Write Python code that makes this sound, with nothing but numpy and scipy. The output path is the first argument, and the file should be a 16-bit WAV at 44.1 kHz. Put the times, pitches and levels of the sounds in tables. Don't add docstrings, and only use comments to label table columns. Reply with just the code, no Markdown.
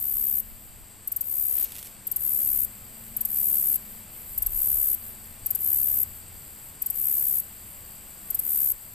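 import sys
import numpy as np
from scipy import signal
from scipy.fft import rfft, irfft, next_fast_len
from scipy.io import wavfile
from scipy.ndimage import map_coordinates

SR = 44100
rng = np.random.default_rng(int(sys.argv[2]) if len(sys.argv) > 2 else 0)


def unload_wav(signal):
    wavfile.write(
        sys.argv[1],
        SR,
        np.round(np.clip(np.atleast_2d(signal).T, -1, 1) * 32767).astype(np.int16),
    )


N = 394254
TIME = np.arange(N) / SR
FFT_SIZE = next_fast_len(N + SR // 2)
HZ = np.maximum(np.arange(FFT_SIZE // 2 + 1) * SR / FFT_SIZE, 1)
STROKES_PER_S, TEETH_PER_S = 71.0, 1850
LEAD_IN_S = .25

# (first stroke [s], last stroke [s], relative level [dB], swell time [s],
# shift of the main wing resonance [Hz], its lift [dB], lift of the highest resonance [dB])
BUZZES = [(-0.139, 0.401, -23.5, 0.24, -220, 2.5, 3.5), (1.23, 1.644, -22.5, 0.12, -200, 1, 2.5),
          (2.182, 2.649, -21, 0.07, 30, .5, 1), (3.277, 3.759, -19.5, 0.089, 60, 0.5, 0.7),
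          (4.494, 4.946, -20, 0.1, 140, 1, 1), (5.579, 6.032, -21, 0.071, 280, 2, 2.5),
          (6.932, 7.401, -21, 0.077, -50, .5, 1.5), (8.425, 8.718, -20, 0.082, 60, 1, 1.5)]
# (time [s], relative level [dB])
TICKS = [(1.073, -17.5), (1.117, -16), (1.161, -15), (1.208, -15), (2.068, -15.5), (2.114, -13.5),
         (2.160, -12.5), (3.164, -14), (3.207, -13), (3.250, -12.5), (4.377, -12.5), (4.421, -12),
         (4.462, -11), (5.460, -14), (5.504, -13), (5.549, -12.5), (6.818, -14.5), (6.860, -12.5),
         (6.900, -13), (8.302, -14), (8.345, -12.5), (8.390, -11.5)]
# (time from the stroke [s], relative level [dB])
BUZZ_STROKE = [(-.008, -8), (-.0062, -6.5), (-.0045, -3.5), (-.002, -1.5), (0, 0.6), (.0018, -12.5),
               (.005, -11)]
# (time from the stroke [s], relative level [dB])
TICK_STROKE = [(0, -6), (.002, -7.5), (.0053, -5), (.008, -12.5), (0.011, -13)]
# (time from the stroke [s], relative level [dB])
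STROKE_END = [(.0005, -26), (.0018, -4), (.0032, -10)]
# (frequency [Hz], gain [dB])
RASP_COLOUR = [(3500, -39), (4700, -32), (5500, -38.5), (6500, -15), (7700, -16.5), (9600, -3.5),
               (11000, 2), (12500, -18)]
# (frequency [Hz], width [Hz], gain [dB], lag [s])
WING_MODES = [(7890, 960, -12.5, 0.0032), (9520, 1550, -11, 0.0027), (11270, 860, -1, 0.0016),
              (12320, 910, 4.5, .0012), (13710, 803, 4, 0)]
MAIN_MODE = 3
# (frequency [Hz], left minus right [dB])
SINGER_PAN = [(7200, 0), (8800, 1), (9600, 4), (10500, 2), (11600, 2.2), (12300, 8.3), (12700, 8.3),
              (13100, 3.5), (13900, 5), (14500, 3)]
# (frequency [Hz], phase [rad])
SINGER_PHASE = [(7500, -.1), (9000, 0), (9800, .3), (11400, .35), (12600, 1.6), (13300, 1.3), (13800, 1.2)]
# (frequency [Hz], stereo likeness [0-1])
SINGER_LIKENESS = [(7500, .99), (9000, .9), (10000, .78), (12600, .85), (13200, .55)]
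# (time [s], right channel's lead [samples], left minus right [dB])
MIC_TURN = [(0, 0.091, 0.5), (1.5, 0.47, 1.1), (2.5, 0.17, 0.2), (3.5, 0.099, -0.7), (4.7, .09, -0.8),
            (5.8, .08, 0.1), (7.1, .07, -0.2), (8.6, 0.052, -1)]
# (frequency [Hz], gain [dB])
HISS_COLOUR = [(7000, -36.5), (9200, -9), (10500, -4), (11500, -1.5), (12300, 6), (13000, 3), (14100, 7),
               (15000, -31)]
# (time [s], relative level [dB])
HISS_LEVEL = [(.4, -53), (.7, -59.5), (2, -57), (2.8, -53), (4.2, -52.5), (5.05, -50), (5.4, -54.5),
              (8.2, -53), (8.9, -52)]
# (pitch [Hz], width [Hz], relative level [dB], left minus right [dB], trill rate [Hz], trill depth [0-1])
CRICKET_CHORUSES = [(4683, 420, -12.5, 0.5, 22, 0.13), (7570, 740, -3, -3.5, 52, 0.22),
                    (7980, 790, -3.5, 12, 23, 0), (8570, 580, -1.5, 4.5, 52, 0.07)]
# (time [s], level [dB])
CRICKET_LEVEL = [(0, -56), (1, -56.5), (2.8, -53.5), (8.9, -53)]
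# (frequency [Hz], gain [dB])
MURMUR_COLOUR = [(20, -4), (40, -3.5), (65, -5.5), (115, -7), (170, -11), (250, -14), (350, -17.5),
                 (690, -18), (1300, -22), (2800, -22.5), (4000, -26.5), (6000, -30), (14000, -48)]
# (time [s], level [dB])
MURMUR_LEVEL = [(0, -60.5), (1.3, -61), (1.7, -59.5), (3.6, -58), (7.2, -59), (8.65, -58), (8.75, -60)]
# (frequency [Hz], stereo likeness [0-1])
MURMUR_LIKENESS = [(30, 0.88), (100, 0.96), (280, 0.49), (550, 0.55), (1200, 0.91), (2600, 1), (6000, 0.88)]
# (middle [s], length [s], rise [dB])
GUSTS = [(.3, 0.87, 10.5), (0.77, 0.098, 10), (2.618, 0.34, 7.5), (4.575, 0.41, 18), (5.46, 0.086, 12.5),
         (5.942, 0.62, 10), (8.74, 0.079, 8)]
# (multiple of the cycle rate [-], level [dB])
ENGINE_OVERTONES = [(4, -67.5), (5, -73), (9, -68), (10, -74), (11, -75), (14, -76.5)]
# (multiple [-], middle [s], length [s], rise [dB])
ENGINE_SWELLS = [(4, 0.86, 0.86, 10), (4, 4.65, 1.5, 10), (4, 5.92, 1.12, 11), (5, 2.9, 1.4, 12),
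                 (5, 5.9, 1, 6), (9, 0.31, 0.44, 4.5), (9, 1.53, 0.4, -16), (9, 2.36, 1.03, 8.5),
                 (9, 2.96, 0.14, -11), (9, 3.6, 1.03, 9.5), (9, 8.3, 2.2, 5.5), (9, 8.9, 0.28, -25),
                 (10, 0.25, 0.73, 13), (10, 3.14, 0.63, 21), (10, 3.87, .5, 12.5), (10, 5.2, 0.8, 11),
                 (10, 5.92, 0.55, 11), (11, 0.2, 0.93, 9.5), (11, 2.9, 1.2, 10.5)]
# (middle [s], length [s], relative level [dB])
LEAF_SLIDES = [(1.618, 0.16, -55), (1.783, 0.096, -56.5), (1.863, 0.025, -56), (1.9, 0.11, -66.5)]
# (time [s], relative level [dB])
LEAF_SNAPS = [(1.539, -48), (1.579, -38), (1.598, -38.5), (1.647, -34), (1.656, -36.5), (1.704, -41),
              (1.72, -33.5), (1.754, -34.5), (1.764, -36), (1.783, -35), (1.79, -36.5), (1.828, -35.5),
              (1.859, -43)]
# (frequency [Hz], gain [dB])
LEAF_COLOUR = [(500, -4), (1200, -7.5), (2700, 1), (4500, -1), (7000, 0.5), (10000, 4.5), (14000, 10)]


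def from_db(db):
    return 10 ** (np.asarray(db) / 20)


def rms_one(x):
    return x / np.sqrt(np.mean(x ** 2) + 1e-20)


def in_time(rows):
    times, *columns = np.transpose(rows)
    return [np.interp(TIME, times, column) for column in columns]


def at_hz(points):
    hz, values = np.transpose(points)
    return np.interp(np.log(HZ), np.log(hz), values)


def colour(x, gain):
    return irfft(rfft(x, FFT_SIZE) * gain, FFT_SIZE)[..., :N]


def pan(db):
    return from_db(np.array([[.5], [-.5]]) * db)


def drift(rate):
    knots = rng.standard_normal(N // 8)
    return np.interp(TIME * rate, np.arange(len(knots)), knots)


def swell(middle_s, length_s):
    return .5 ** np.minimum((2 * (TIME - middle_s) / length_s) ** 2, 60)


def resonance(x, hz, width_hz):
    radius = np.exp(-np.pi * width_hz / SR)
    feedback = [1, -2 * radius * np.cos(2 * np.pi * hz / SR), radius ** 2]
    return signal.lfilter(np.array([1, 0, -1]) * (1 - radius ** 2) / 2, feedback, x + 1e-18)


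def wide_noise(gain, likeness):
    alike = np.clip(likeness, -.99, .99)
    mid = colour(rng.standard_normal(N), gain * np.sqrt(1 + alike))
    side = colour(rng.standard_normal(N), gain * np.sqrt(1 - alike))
    return rms_one(np.array([mid + side, mid - side]))


def buzz_strokes(start_db=-15, full_db=2.5, let_go_db=-0.5, tiring=0.029, stumble_s=0.00049):
    strokes = []
    for first, last, db, swell_s, *_ in BUZZES:
        progress = np.linspace(0, 1, round((last - first) * STROKES_PER_S) + 1)
        for age in (last - first) * (progress - tiring * progress * (1 - progress)):
            effort_db = full_db + start_db * np.exp(-2 * age / swell_s)
            is_last = first + age > last - .5 / STROKES_PER_S
            late_s = stumble_s * rng.standard_normal()
            strokes.append((first + age + late_s, db + effort_db + let_go_db * is_last))
    return strokes


def scraper_pressure(strokes, shape):
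    pressure = np.zeros(N)
    offsets, shape_db = np.transpose(shape)
    for s, db in strokes:
        span = slice(*np.searchsorted(TIME, [s + offsets[0], s + offsets[-1]]))
        pressure[span] += from_db(db + np.interp(TIME[span] - s, offsets, shape_db))
    return pressure


def wings(strikes, pressure, low_cut_hz=4800):
    ring = np.zeros_like(strikes)
    for first, last, _, _, shift_hz, main_db, top_db in BUZZES:
        span = slice(*np.searchsorted(TIME, [first - LEAD_IN_S, last + 2 / STROKES_PER_S]))
        for k, (hz, width, db, lag_s) in enumerate(WING_MODES):
            drive = strikes[:, span] * np.interp(TIME[span] - lag_s, TIME[span], pressure[span])
            is_main, is_top = k == MAIN_MODE, k == len(WING_MODES) - 1
            gain = from_db(db + main_db * is_main + top_db * is_top)
            ring[:, span] += (-1) ** k * gain * resonance(drive, hz + shift_hz * is_main, width)
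    return signal.sosfilt(signal.butter(4, low_cut_hz, "high", fs=SR, output="sos"), ring)


def near_katydid(jitter=0.3, tooth_spread_db=0.9, knock_hz=4380, knock_width_hz=760):
    teeth_passed = np.cumsum(TEETH_PER_S * np.exp(jitter * drift(TEETH_PER_S))) / SR
    strikes = np.diff(np.floor(teeth_passed), prepend=0)
    strikes *= from_db(tooth_spread_db * rng.standard_normal(N))
    strokes = buzz_strokes()
    tick_pressure = scraper_pressure(TICKS, TICK_STROKE)
    pressure = tick_pressure + scraper_pressure(strokes, BUZZ_STROKE)
    ahead, sideways = wings(np.array([strikes, strikes * rng.choice([-1, 1], N)]), pressure)
    shake = resonance(strikes * tick_pressure, knock_hz, knock_width_hz)
    knock = from_db(-33) * resonance(shake, knock_hz, knock_width_hz)
    scrape = np.std(strikes) * rng.standard_normal(N) * scraper_pressure(strokes, STROKE_END)
    rasp = colour(scrape, from_db(at_hz(RASP_COLOUR) - 5) * (HZ > RASP_COLOUR[0][0]))
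    alike = at_hz(SINGER_LIKENESS)
    mid = colour(ahead + rasp + knock, np.sqrt(1 + alike))
    side = colour(sideways, np.sqrt(1 - alike))
    level = np.sqrt(np.mean(pressure ** 2)) * from_db(-1.5)
    return rms_one(np.array([mid + side, mid - side])) * level


def grass(x, near_t60_s=0.087, far_t60_s=1.0, first_echo_s=0.00037):
    age = TIME[:SR // 2]
    echoes = 0
    for db, t60_s in ((-17, near_t60_s), (-21, far_t60_s)):
        tail = rng.standard_normal((2, len(age))) * from_db(-60 * age / t60_s) * (age > first_echo_s)
        echoes += from_db(db) * tail / np.sqrt(np.sum(tail ** 2, axis=1, keepdims=True))
    treble_tilt = (HZ / 12500) ** 1.2
    return x + colour(x, rfft(echoes, FFT_SIZE) * treble_tilt)


def path_to_microphone(song, echo_s=.000679, echo_db=-15):
    phrase = np.searchsorted([first - LEAD_IN_S for first, *_ in BUZZES[1:]], TIME)
    scattered = sum(grass(song * (phrase == k)) for k in range(len(BUZZES)))
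    left_lag = np.exp(1j * np.array([[-.5], [.5]]) * at_hz(SINGER_PHASE))
    notches = 1 - from_db(echo_db) * np.exp(-2j * np.pi * HZ * echo_s)
    return colour(scattered, pan(at_hz(SINGER_PAN)) * left_lag * notches)


def hand_held(song, sway_samples=0.041):
    lead, left_db = in_time(MIC_TURN)
    position = np.arange(N) + lead + sway_samples * drift(7.5)
    right = map_coordinates(song[1], [position], order=5)
    return np.array([song[0], right]) * pan(left_db)


def far_katydids(throb_depth=0.24, chorus_db=8.0, waver_db=2.4):
    level_db, = in_time(HISS_LEVEL)
    strokes = np.cumsum(STROKES_PER_S * (1 + 0.0327 * drift(3.3))) / SR
    throb = 1 + throb_depth * np.sin(2 * np.pi * strokes)
    hiss = wide_noise(from_db(at_hz(HISS_COLOUR)), likeness=0.25)
    return hiss * throb * from_db(level_db + chorus_db + waver_db * drift(12)) * pan(2.5)


def crickets(flutter_db=2.0):
    level_db, = in_time(CRICKET_LEVEL)
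    out = 0
    for hz, width, db, pan_db, trill_hz, depth in CRICKET_CHORUSES:
        pulses = np.cumsum(trill_hz * (1 + 0.0507 * drift(4))) / SR
        trill = 1 + depth * np.sin(2 * np.pi * pulses)
        band = 1 / (1 + np.abs(2 * (HZ - hz) / width) ** 2.8)
        crowd = wide_noise(band, likeness=0.8)
        out += crowd * trill * from_db(level_db + db + flutter_db * drift(110)) * pan(pan_db)
    return out


def field_murmur():
    level_db, = in_time(MURMUR_LEVEL)
    murmur = wide_noise(from_db(at_hz(MURMUR_COLOUR)), at_hz(MURMUR_LIKENESS))
    midrange = colour(murmur, (HZ > 300) & (HZ < 1400))
    return murmur / np.std(midrange) * from_db(level_db)


def wind_on_microphone(breeze_db=-60, rumble_hz=42, restless_db=3.5):
    rumble = wide_noise((HZ / rumble_hz) / (1 + (HZ / rumble_hz) ** 4), likeness=0.35)
    gust_db = sum(db * swell(s, length) for s, length, db in GUSTS)
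    return rumble * from_db(breeze_db + gust_db + restless_db * drift(9.9))


def distant_engine(cycle_hz=22.3, wander=0.0032, waver_db=1.5):
    cycles = np.cumsum(cycle_hz * (1 + wander * drift(5))) / SR
    out = 0
    for multiple, db in ENGINE_OVERTONES:
        carried_db = sum(rise * swell(s, length) for k, s, length, rise in ENGINE_SWELLS if k == multiple)
        overtone = np.sqrt(2) * np.sin(2 * np.pi * (multiple * cycles + rng.random()))
        out += overtone * from_db(db + carried_db + waver_db * drift(6.4))
    return out


def dry_leaves(cracks_per_s=4000, spread_db=6.5, snap_t60_s=0.02):
    sliding = sum(from_db(db) * swell(s, length) for s, length, db in LEAF_SLIDES)
    sizes = from_db(spread_db * np.minimum(rng.exponential(1, N), 3)) * rng.choice([-1, 1], N)
    cracks = rms_one(sizes * (rng.random(N) < cracks_per_s / SR)) * sliding
    for s, db in LEAF_SNAPS:
        age = np.clip(TIME - s, 0, 1)
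        cracks += (age > 0) * from_db(db - 9.5 - 60 * age / snap_t60_s) * rng.standard_normal(N)
    return grass(colour(cracks, from_db(at_hz(LEAF_COLOUR) + 9.5))) * pan(-1)


def scene():
    singer = hand_held(path_to_microphone(near_katydid()))
    meadow = far_katydids() + crickets() + field_murmur()
    return singer + meadow + wind_on_microphone() + distant_engine() + dry_leaves()


def record(dry, cutoff_hz=14190):
    return signal.sosfilt(signal.ellip(12, .2, 80, cutoff_hz, fs=SR, output="sos"), dry)


dry = scene()
out = record(dry)
unload_wav(out)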